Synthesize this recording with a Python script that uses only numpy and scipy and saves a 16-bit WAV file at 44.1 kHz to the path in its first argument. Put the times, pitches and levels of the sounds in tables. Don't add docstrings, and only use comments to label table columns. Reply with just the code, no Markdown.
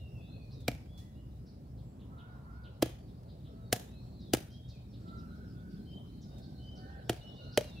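import sys
import numpy as np
from scipy import signal
from scipy.fft import rfft, irfft, next_fast_len
from scipy.io import wavfile
from scipy.ndimage import uniform_filter1d, map_coordinates

SR = 44100
rng = np.random.default_rng(int(sys.argv[2]) if len(sys.argv) > 2 else 0)


def waveform_to_disk(signal):
    frames = np.transpose(np.atleast_2d(signal))
    scaled = np.clip(frames, -1, 1) * 32767
    samples = np.round(scaled).astype(np.int16)
    wavfile.write(sys.argv[1], SR, samples)


N = 343980

# time in seconds, level in dB.
FLOCK_LEVEL = [(0, -76.5), (2, -84.5), (4.6, -76), (5.2, -74), (7.8, -67.5)]


def chops():
    # contact in seconds, crack level
    # in dB before a 3 dB cut, treble lift in dB, faint noise around contact in dB relative to the snap,
    # brightest frequency of the bone in Hz, its lift in dB, thud level in dB, knock in Hz, its level in dB
    # and t60 in seconds, final pitch of the clack in Hz, its level in dB and t60 in seconds, hollow mode
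    # level in dB.
    blow_rows = [(0.6806, -23, -3.5, -14, 2370, 8.5, -26.5, 280, -23.5, 0.05, 714, -26, 0.033, -26),
                 (2.8245, -21.5, -.5, -7.5, 3200, 3.5, -28, 328, -7.5, 0.029, 700, -11.5, 0.019, -20),
                 (3.7272, -22, 7.5, -11.5, 1710, 1.5, -24.5, 217.4, -13.5, 0.033, 752, -18.5, 0.035, -23),
                 (4.335, -21, 5.5, -17, 3040, 1, -24.5, 325, -5.5, .022, 690, -21, 0.017, -21.5),
                 (7.095, -23, -2, -15, 2950, 4, -27.5, 335, -17.5, 0.038, 720, -24.5, 0.033, -25),
                 (7.5746, -19, -1, -22, 3150, 4.5, -28, 408, -4.5, .015, 605, -11.5, 0.043, -8.5)]
    # start in seconds, crack level in dB, t60 in seconds.
    second_bones = [(4.347, -30.5, 0.019)]
    crack_t60 = 0.023
    wall_delay = .0345
    first_slap_db, second_slap_db = -21, -30
    out, t = np.zeros((2, N)), np.arange(-SR // 50, SR // 2) / SR
    for s, db, treble_db, skirt_db, bone_hz, bone_db, *knock in blow_rows:
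        treble = lambda hz: treble_db * hz ** 2 / (hz ** 2 + 4000 ** 2)
        bone = lambda hz: bone_db * np.exp(-((hz / bone_hz - 1) / 0.1) ** 2)
        coloured = lambda x: filtered(x, lambda hz: amp(db - 3 + treble(hz) + bone(hz)))
        wood = block(t, *knock)
        blow = coloured(bite(t, crack_t60, skirt_db)) + wood * amp([[.4], [-.4]])
        rays = [*splinters(t, crack_t60, skirt_db), *splinters(t, crack_t60, skirt_db)]
        clumps = amp(1.8 * wobble(130)[:len(t)])
        crack_tail = clumps * coloured(sum(scatter(ray, stretch=0.87, build=0.0024) for ray in rays))
        wood_tail = scatter(wood, stretch=0.28, build=0.0083)
        add(out, s + t[0], blow + amp(-20.5) * crack_tail + amp(-17.5) * wood_tail)
        add(out, s + t[0] + wall_delay, amp(first_slap_db) * blow)
        add(out, s + t[0] + 2 * wall_delay, amp(second_slap_db) * blow[::-1])
    for s, db, t60 in second_bones:
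        add(out, s + t[0], amp(db) * bite(t, t60, skirt_db=-28.5))
    return out


def bite(t, t60, skirt_db):
    # mode in Hz, level in dB before a 24.5 dB cut, t60 in seconds.
    blade_modes = [(1280, 5, 0.056), (1676, -1, 0.11), (1845, -13, .035), (2317, -18, 0.041),
                   (2710, -9, .035), (3180, 9.5, 0.019), (4260, 1.5, 0.027), (4710, 10.5, 0.018),
                   (5406, 4, 0.026), (6300, -35.5, 0.0298), (7560, 13.5, 0.011), (9420, 10.5, 0.034),
                   (13900, -4, .03), (14100, -3, .03)]
    # frequency in Hz, gain of the side signal in dB.
    side_gain = [(150, -23.5), (450, -21.5), (1000, -4), (2200, -8), (4500, -9.5), (9000, -0.5),
                 (15000, -3)]
    after = np.maximum(t, 0)
    mid, side = splinters(t, t60, skirt_db)
    for hz, db, ring_t60 in blade_modes:
        level = amp(db - 24.5 + 1.5 * rng.normal())
        mode_hz = hz * (1 + 0.00451 * rng.normal())
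        tone = np.sin(2 * np.pi * (mode_hz * after + rng.random()))
        ring = level * fade(after, ring_t60) * tone * (t >= 0)
        mid, side = mid + ring, side + ring * rng.normal()
    side = filtered(side, lambda hz: amp(along(side_gain, hz)))
    return np.array([mid + side, mid - side])


def splinters(t, t60, skirt_db):
    # frequency in Hz, relative level in dB.
    crack_colour = [(150, -15), (450, 9.5), (800, 9), (1020, -7), (1600, 1), (3200, 0.5), (6000, -3.5),
                    (8000, -8), (12000, -8.5), (15500, -11.5)]
    after = np.maximum(t, 0)
    noise = rng.standard_normal((2, len(t)))
    steps = np.repeat(rng.standard_normal(len(t)), SR // 2000)[:len(t)]
    grit = noise * amp(1.5 * steps)
    skirt = amp(skirt_db) * fade(np.abs(t), 0.014)
    snap = fade(np.maximum(after - .001, 0), t60) * (1 - np.exp(-after / 0.00021))
    flesh = amp(-22) * fade(after, .09) * (t > 0)
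    return unit(filtered(grit, lambda hz: amp(along(crack_colour, hz)))) * (skirt + snap + flesh)


def block(t, thud_db, knock_hz, knock_db, knock_t60, clack_hz, clack_db, clack_t60, hollow_db):
    squeeze, release_s = 0.21, 0.0029
    after = np.maximum(t - .0013, 0)
    mode = lambda hz, db, t60: amp(db) * fade(after, t60) * np.sin(2 * np.pi * hz * after)
    rising_hz = clack_hz * (1 - squeeze * np.exp(-after / release_s))
    clack_phase = 2 * np.pi * np.cumsum(rising_hz * (after > 0)) / SR
    clack = amp(clack_db) * fade(after, clack_t60) * np.sin(clack_phase)
    wood = mode(knock_hz, knock_db, knock_t60) - mode(481, hollow_db, 0.027) + clack
    thud = mode(120, thud_db, 0.091) - mode(216, thud_db, 0.049)
    return (wood + thud) * (1 - np.exp(-after / 0.0025))


def touches():
    # start in seconds, level in dB, t60 in seconds.
    tick_rows = [(.605, -64, 0.12), (0.977, -61, 0.44), (3.232, -67, 0.034), (4.69, -72, 0.36),
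                 (4.75, -73, 0.05), (6.382, -63, 0.14)]
    level, t = np.zeros(N), np.arange(SR // 4) / SR
    for s, db, t60 in tick_rows:
        add(level, s, amp(db) * fade(t, t60))
    return level * rush([(500, -4), (3000, 7), (5000, 12), (9000, 4.0), (15000, 2)])


def birds():
    song, chatter = whistles(), chirps()
    clear = song + amp(2.0) * scatter(song, stretch=1.3, build=0.01)
    return clear + amp(3) * chatter + amp(3.5) * scatter(chatter, stretch=1.0, build=0.0033)


def whistles():
    # start in seconds, level in dB.
    slur_rows = [(.19, -66.5), (3.84, -65.5), (7.32, -60.5)]
    # start in seconds, length in seconds, middle pitch in Hz,
    # glide from end to end as a share of that pitch, level in dB.
    pipe_rows = [(-.04, 0.15, 2800, -0.099, -65.5), (0.142, 0.081, 2670, -0.084, -62.5),
                 (0.26, 0.22, 2530, -0.071, -70.5), (.18, 0.18, 3500, 0.034, -71.5),
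                 (0.875, 0.14, 3404, 0.023, -68.5), (0.988, 0.08, 1944, 0.13, -75),
                 (1.148, 0.075, 2885, 0.074, -71.5), (2.973, 0.078, 4630, 0.044, -78),
                 (3.608, 0.11, 3830, -.03, -73.5), (3.898, 0.12, 2600, -.09, -77),
                 (4.496, 0.12, 3250, 0.057, -63.5), (4.615, .16, 3740, -0.036, -71.5),
                 (4.724, 0.059, 2510, -0.16, -70.5), (5.269, 0.077, 4040, -.1, -72),
                 (5.855, .17, 3118, -0.0073, -62), (6.279, 0.15, 3716, 0.0052, -69.5),
                 (6.584, 0.191, 3053, -.01, -61), (7.205, 0.098, 2947, 0.039, -56.5),
                 (7.338, 0.086, 3740, .02, -69.5), (7.367, 0.056, 2904, -0.077, -58.5),
                 (7.61, 0.068, 2800, -0.035, -62), (7.756, .065, 2680, -.04, -55.5)]
    # start in seconds, level in dB.
    peep_rows = [(1.81, -83), (3.992, -86), (4.97, -84)]
    slur_s, slur_hz = .5, [3370, 4100, 4360, 3860, 3230]
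    break_place, break_width, break_db = 0.49, 0.13, -19
    arch = .018
    song = np.zeros(N)
    whistle = lambda length, pitches: note(length, pitches, waver=.018, rate=300)
    for s, db in slur_rows:
        slur = whistle(slur_s, slur_hz)
        top = np.exp(-((np.linspace(0, 1, len(slur)) - break_place) / break_width) ** 2)
        add(song, s, amp(db + break_db * top) * slur)
    for s, length, hz, glide, db in pipe_rows:
        pitches = [hz * (1 - arch - glide / 2), hz, hz * (1 - arch + glide / 2)]
        add(song, s, amp(db) * note(length, pitches, waver=.011, rate=260))
    for s, db in peep_rows:
        add(song, s, amp(db) * whistle(length=.15, pitches=[7680, 7500]))
    return song


def chirps():
    # start in seconds, middle pitch in Hz, fall on either side of it as a
    # share (negative rises), level in dB before the birds are mixed.
    near_rows = [(.5, 4830, -0.13, -67.5), (1.457, 4750, 0.09, -70.5), (1.769, 4000, 0.12, -75.5),
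                 (1.99, 3470, 0.05, -72.5), (2.176, 3340, 0.15, -67), (2.633, 3490, 0.25, -66),
                 (3.07, 3890, 0.087, -77), (3.28, 3900, 0.081, -70), (3.44, 3540, 0.15, -69),
                 (4.197, 4320, 0.11, -68), (4.5, 5070, .04, -70), (4.68, 4610, 0.15, -64.5),
                 (4.925, 4140, .09, -68.5), (5.065, 4210, 0.049, -68), (5.169, 5030, .13, -71),
                 (6.21, 5200, 0.19, -67), (6.415, 4440, .09, -66), (6.75, 4740, .16, -67),
                 (7.516, 4780, -0.086, -60.5)]
    far_per_s, far_middle_hz, far_spread = 4, 4520, .2
    far_offset_db = -5.5
    chatter = np.zeros(N)
    when, pitch = rng.random((int(far_per_s * N / SR), 2)).T
    far_s = when * N / SR
    far_hz = far_middle_hz * (1 + far_spread * (2 * pitch - 1))
    far_db = far_offset_db + np.interp(far_s, *np.transpose(FLOCK_LEVEL))
    far_fall = rng.uniform(0, .2, len(far_s))
    for s, hz, fall, db in [*near_rows, *zip(far_s, far_hz, far_fall, far_db)]:
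        sweep = note(.052, [hz * (1 + fall), hz * (1 - fall)], waver=.13, rate=900)
        add(chatter, s, amp(db) * sweep)
    return chatter


def note(length, pitches, waver, rate):
    u = np.linspace(0, 1, int(length * SR))
    shake = lambda: np.interp(u * length * rate, np.arange(SR // 100), rng.standard_normal(SR // 100))
    curve = np.polyfit(np.linspace(0, 1, len(pitches)), pitches, len(pitches) - 1)
    glide = np.polyval(curve, u)
    swell = np.abs(np.sin(np.pi * u)) ** 0.64 * amp(1.3 * shake())
    return swell * np.sin(2 * np.pi * np.cumsum(glide * (1 + waver * shake())) / SR)


def roosters():
    # start in seconds, length in seconds, base pitch of the second harmonic in Hz, rise as a
    # share of it, level in dB before mixing, fundamental in dB relative to that, hoarseness from 0 to 1.
    syllables = [(2.098, .3, 1310, 0.13, -63, -9, 0.27), (2.43, 0.28, 1342, 0.1, -62.5, -16, 0.27),
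                 (3.446, 0.24, 1323, 0, -72, 5, 0.34), (5.04, 0.19, 1344, 0.011, -59, -14, 0.22),
                 (5.199, .31, 1354, 0.1, -62.5, -16, 0.67), (5.534, 0.26, 1457, 0.023, -66, -17, 0.47),
                 (6.242, 0.39, 1450, .08, -75.5, 5.5, 0.62), (6.741, .31, 1482, 0.065, -62, 4, 0.81),
                 (6.796, 0.21, 1793, 0.027, -67, -12, 0.73), (7.383, 0.25, 1428, .01, -64, -5, 0.65)]
    top, arch = .63, .3
    edge_s = 0.035
    direct_db, answer_db = 2.5, -2
    crow, haze = np.zeros(N), np.zeros(N)
    for s, length, base_hz, rise, db, fundamental_db, hoarse in syllables:
        t, hoarse = np.arange(int(length * SR)) / SR, np.clip(hoarse, 0, 1)
        waver = 1 + .004 * wobble(60)[:len(t)]
        rasp = 1 + .07 * wobble(500)[:len(t)]
        hz = base_hz * (1 + rise * np.exp(-((t / length - top) / arch) ** 2))
        level = amp(db) * np.clip(np.minimum(t, length - t) / edge_s, 0, 1)
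        phase = np.pi * np.cumsum(hz * waver) / SR
        voice = np.sin(2 * phase) + amp(fundamental_db) * np.sin(phase) + amp(-25.5) * np.sin(3 * phase)
        hoarse_voice = np.sin(2 * np.pi * np.cumsum(hz * rasp) / SR)
        add(crow, s, np.sqrt(1 - hoarse) * level * voice)
        add(haze, s, np.sqrt(hoarse) * level * hoarse_voice)
    answer = scatter(crow + haze, stretch=.7, build=.012)
    direct = from_right(crow * amp([[-1], [4]]))
    return amp(direct_db) * direct + amp(answer_db) * answer


def outdoors():
    # time in seconds, level in dB.
    engine_level = [(0, -55.5), (3.6, -56), (4.25, -51), (4.7, -58.5), (5.05, -50), (5.9, -50),
                    (6.6, -51.5), (7.05, -56.5), (7.8, -53)]
    # time in seconds, level in dB.
    tyre_level = [(0, -65.5), (1.6, -65), (2.4, -63), (3.2, -64), (3.8, -61), (4.7, -66), (5.1, -61),
                  (5.45, -67), (7.4, -58.5), (7.8, -63)]
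    # frequency in Hz, relative level in dB.
    rumble_colour = [(20, -42.5), (32, -23.5), (40, -11.5), (52, -1.5), (64, 3), (92, -4), (120, 2),
                     (150, -5), (190, -15.5), (300, -53)]
    drone_colour = [(100, -36.5), (160, 2), (215, 0), (270, -4), (340, -10), (420, -15), (600, -50.5)]
    road_colour = [(250, -28.5), (400, -4.5), (520, -3.5), (700, -6), (1000, -16.5), (1500, -24),
                   (2500, -37), (5000, -50)]
    flock_colour = [(1500, -22.5), (2600, -11), (3500, -1.5), (4400, 1.5), (5400, -2.5), (6500, -19),
                    (9000, -29)]
    hiss_colour = [(500, 10.5), (3000, 10), (8000, -0.5), (12000, -10), (15500, -6)]
    rumble_db, hiss_db = -49, -80.5
    (drone_db,), (road_db,), (flock_db,) = curves(engine_level), curves(tyre_level), curves(FLOCK_LEVEL)
    rumble = amp(rumble_db + 1.3 * wobble(11)) * rush(rumble_colour)
    drone = amp(drone_db + 0.94 * wobble(7)) * rush(drone_colour)
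    road = amp(road_db + 0.8 * wobble(6)) * patchy(rush(road_colour), depth_db=2.5)
    flock = amp(flock_db) * patchy(rush(flock_colour), depth_db=6.5)
    return from_right(rumble + drone + road) + flock + amp(hiss_db) * rush(hiss_colour)


def swells():
    # peak in seconds, time from the peak to 1/e in seconds, level in dB, centre in Hz.
    swell_rows = [(2.38, 0.41, -67.5, 990)]
    t = np.arange(N) / SR
    return sum(amp(db) * np.exp(-((t - s) / width) ** 2)
               * rush([(hz / 2, -15), (hz, 0), (hz * 2, -20), (hz * 10, -70)])
               for s, width, db, hz in swell_rows)


def rush(spectrum):
    # frequency in Hz, left-right correlation from -1 to 1.
    likeness = [(60, 0.97), (130, 1), (290, 0.97), (640, 1), (1400, 0.089), (3000, .15), (15000, -0.21)]
    turn = lambda hz: np.arccos(np.clip(along(likeness, hz), -1, 1)) / 2
    response = lambda hz: amp(along(spectrum, hz)) * [np.cos(turn(hz)), np.sin(turn(hz))]
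    mid, side = filtered(rng.standard_normal((2, N)), response)
    return unit(np.array([mid + side, mid - side]))


def patchy(x, depth_db):
    z = signal.stft(x, nperseg=512)[2]
    field = rng.standard_normal(z.shape[1:])
    field = uniform_filter1d(uniform_filter1d(field, size=6, axis=0), size=12, axis=1)
    return unit(signal.istft(z * amp(depth_db * unit(field)), nperseg=512)[1][:, :N])


def scatter(x, stretch, build):
    # frequency in Hz, t60 in seconds before stretching.
    decay = [(150, 0.16), (700, 0.74), (2500, 0.53), (6000, 0.48), (14000, 0.48)]
    hz, t, z = signal.stft(rng.standard_normal((2, SR // 2)), SR, nperseg=256)
    envelope = fade(t, stretch * along(decay, hz)[:, None]) * (1 - np.exp(-t / build))
    tail = signal.istft(z * envelope, SR, nperseg=256)[1]
    return signal.fftconvolve(x[None], tail / np.linalg.norm(tail[0]), axes=1)[:, :len(x)]


def from_right(pair):
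    lag = .0004
    return filtered(pair, lambda hz: np.exp(1j * np.pi * hz * lag * np.array([[-1], [1]])))


def amp(db):
    return 10 ** (np.asarray(db) / 20)


def unit(x):
    return x / np.sqrt(np.mean(x ** 2) + 1e-20)


def fade(t, t60):
    return np.exp(-np.log(1000) * t / t60)


def along(points, hz):
    f, v = np.transpose(points)
    return np.interp(np.log(hz + 1), np.log(f + 1), v)


def curves(rows):
    s, *cols = np.transpose(rows)
    return [np.interp(np.arange(N) / SR, s, c) for c in cols]


def wobble(rate):
    return map_coordinates(rng.standard_normal(int(N * rate / SR) + 4), [np.arange(N) * rate / SR])


def filtered(x, response):
    n = x.shape[-1]
    m = next_fast_len(n + SR // 8)
    return irfft(rfft(x, m) * response(np.fft.rfftfreq(m, 1 / SR)), m)[..., :n]


def add(track, s, sound):
    start = round(s * SR)
    sound = sound[..., max(-start, 0):N - start]
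    track[..., max(start, 0):start + sound.shape[-1] + max(-start, 0)] += sound


def scene():
    return chops() + touches() + birds() + roosters() + outdoors() + swells()


def record(dry):
    top_hz = 15800
    return filtered(dry, lambda hz: 1 / (1 + (hz / top_hz) ** 160))


dry = scene()
out = record(dry)
waveform_to_disk(out)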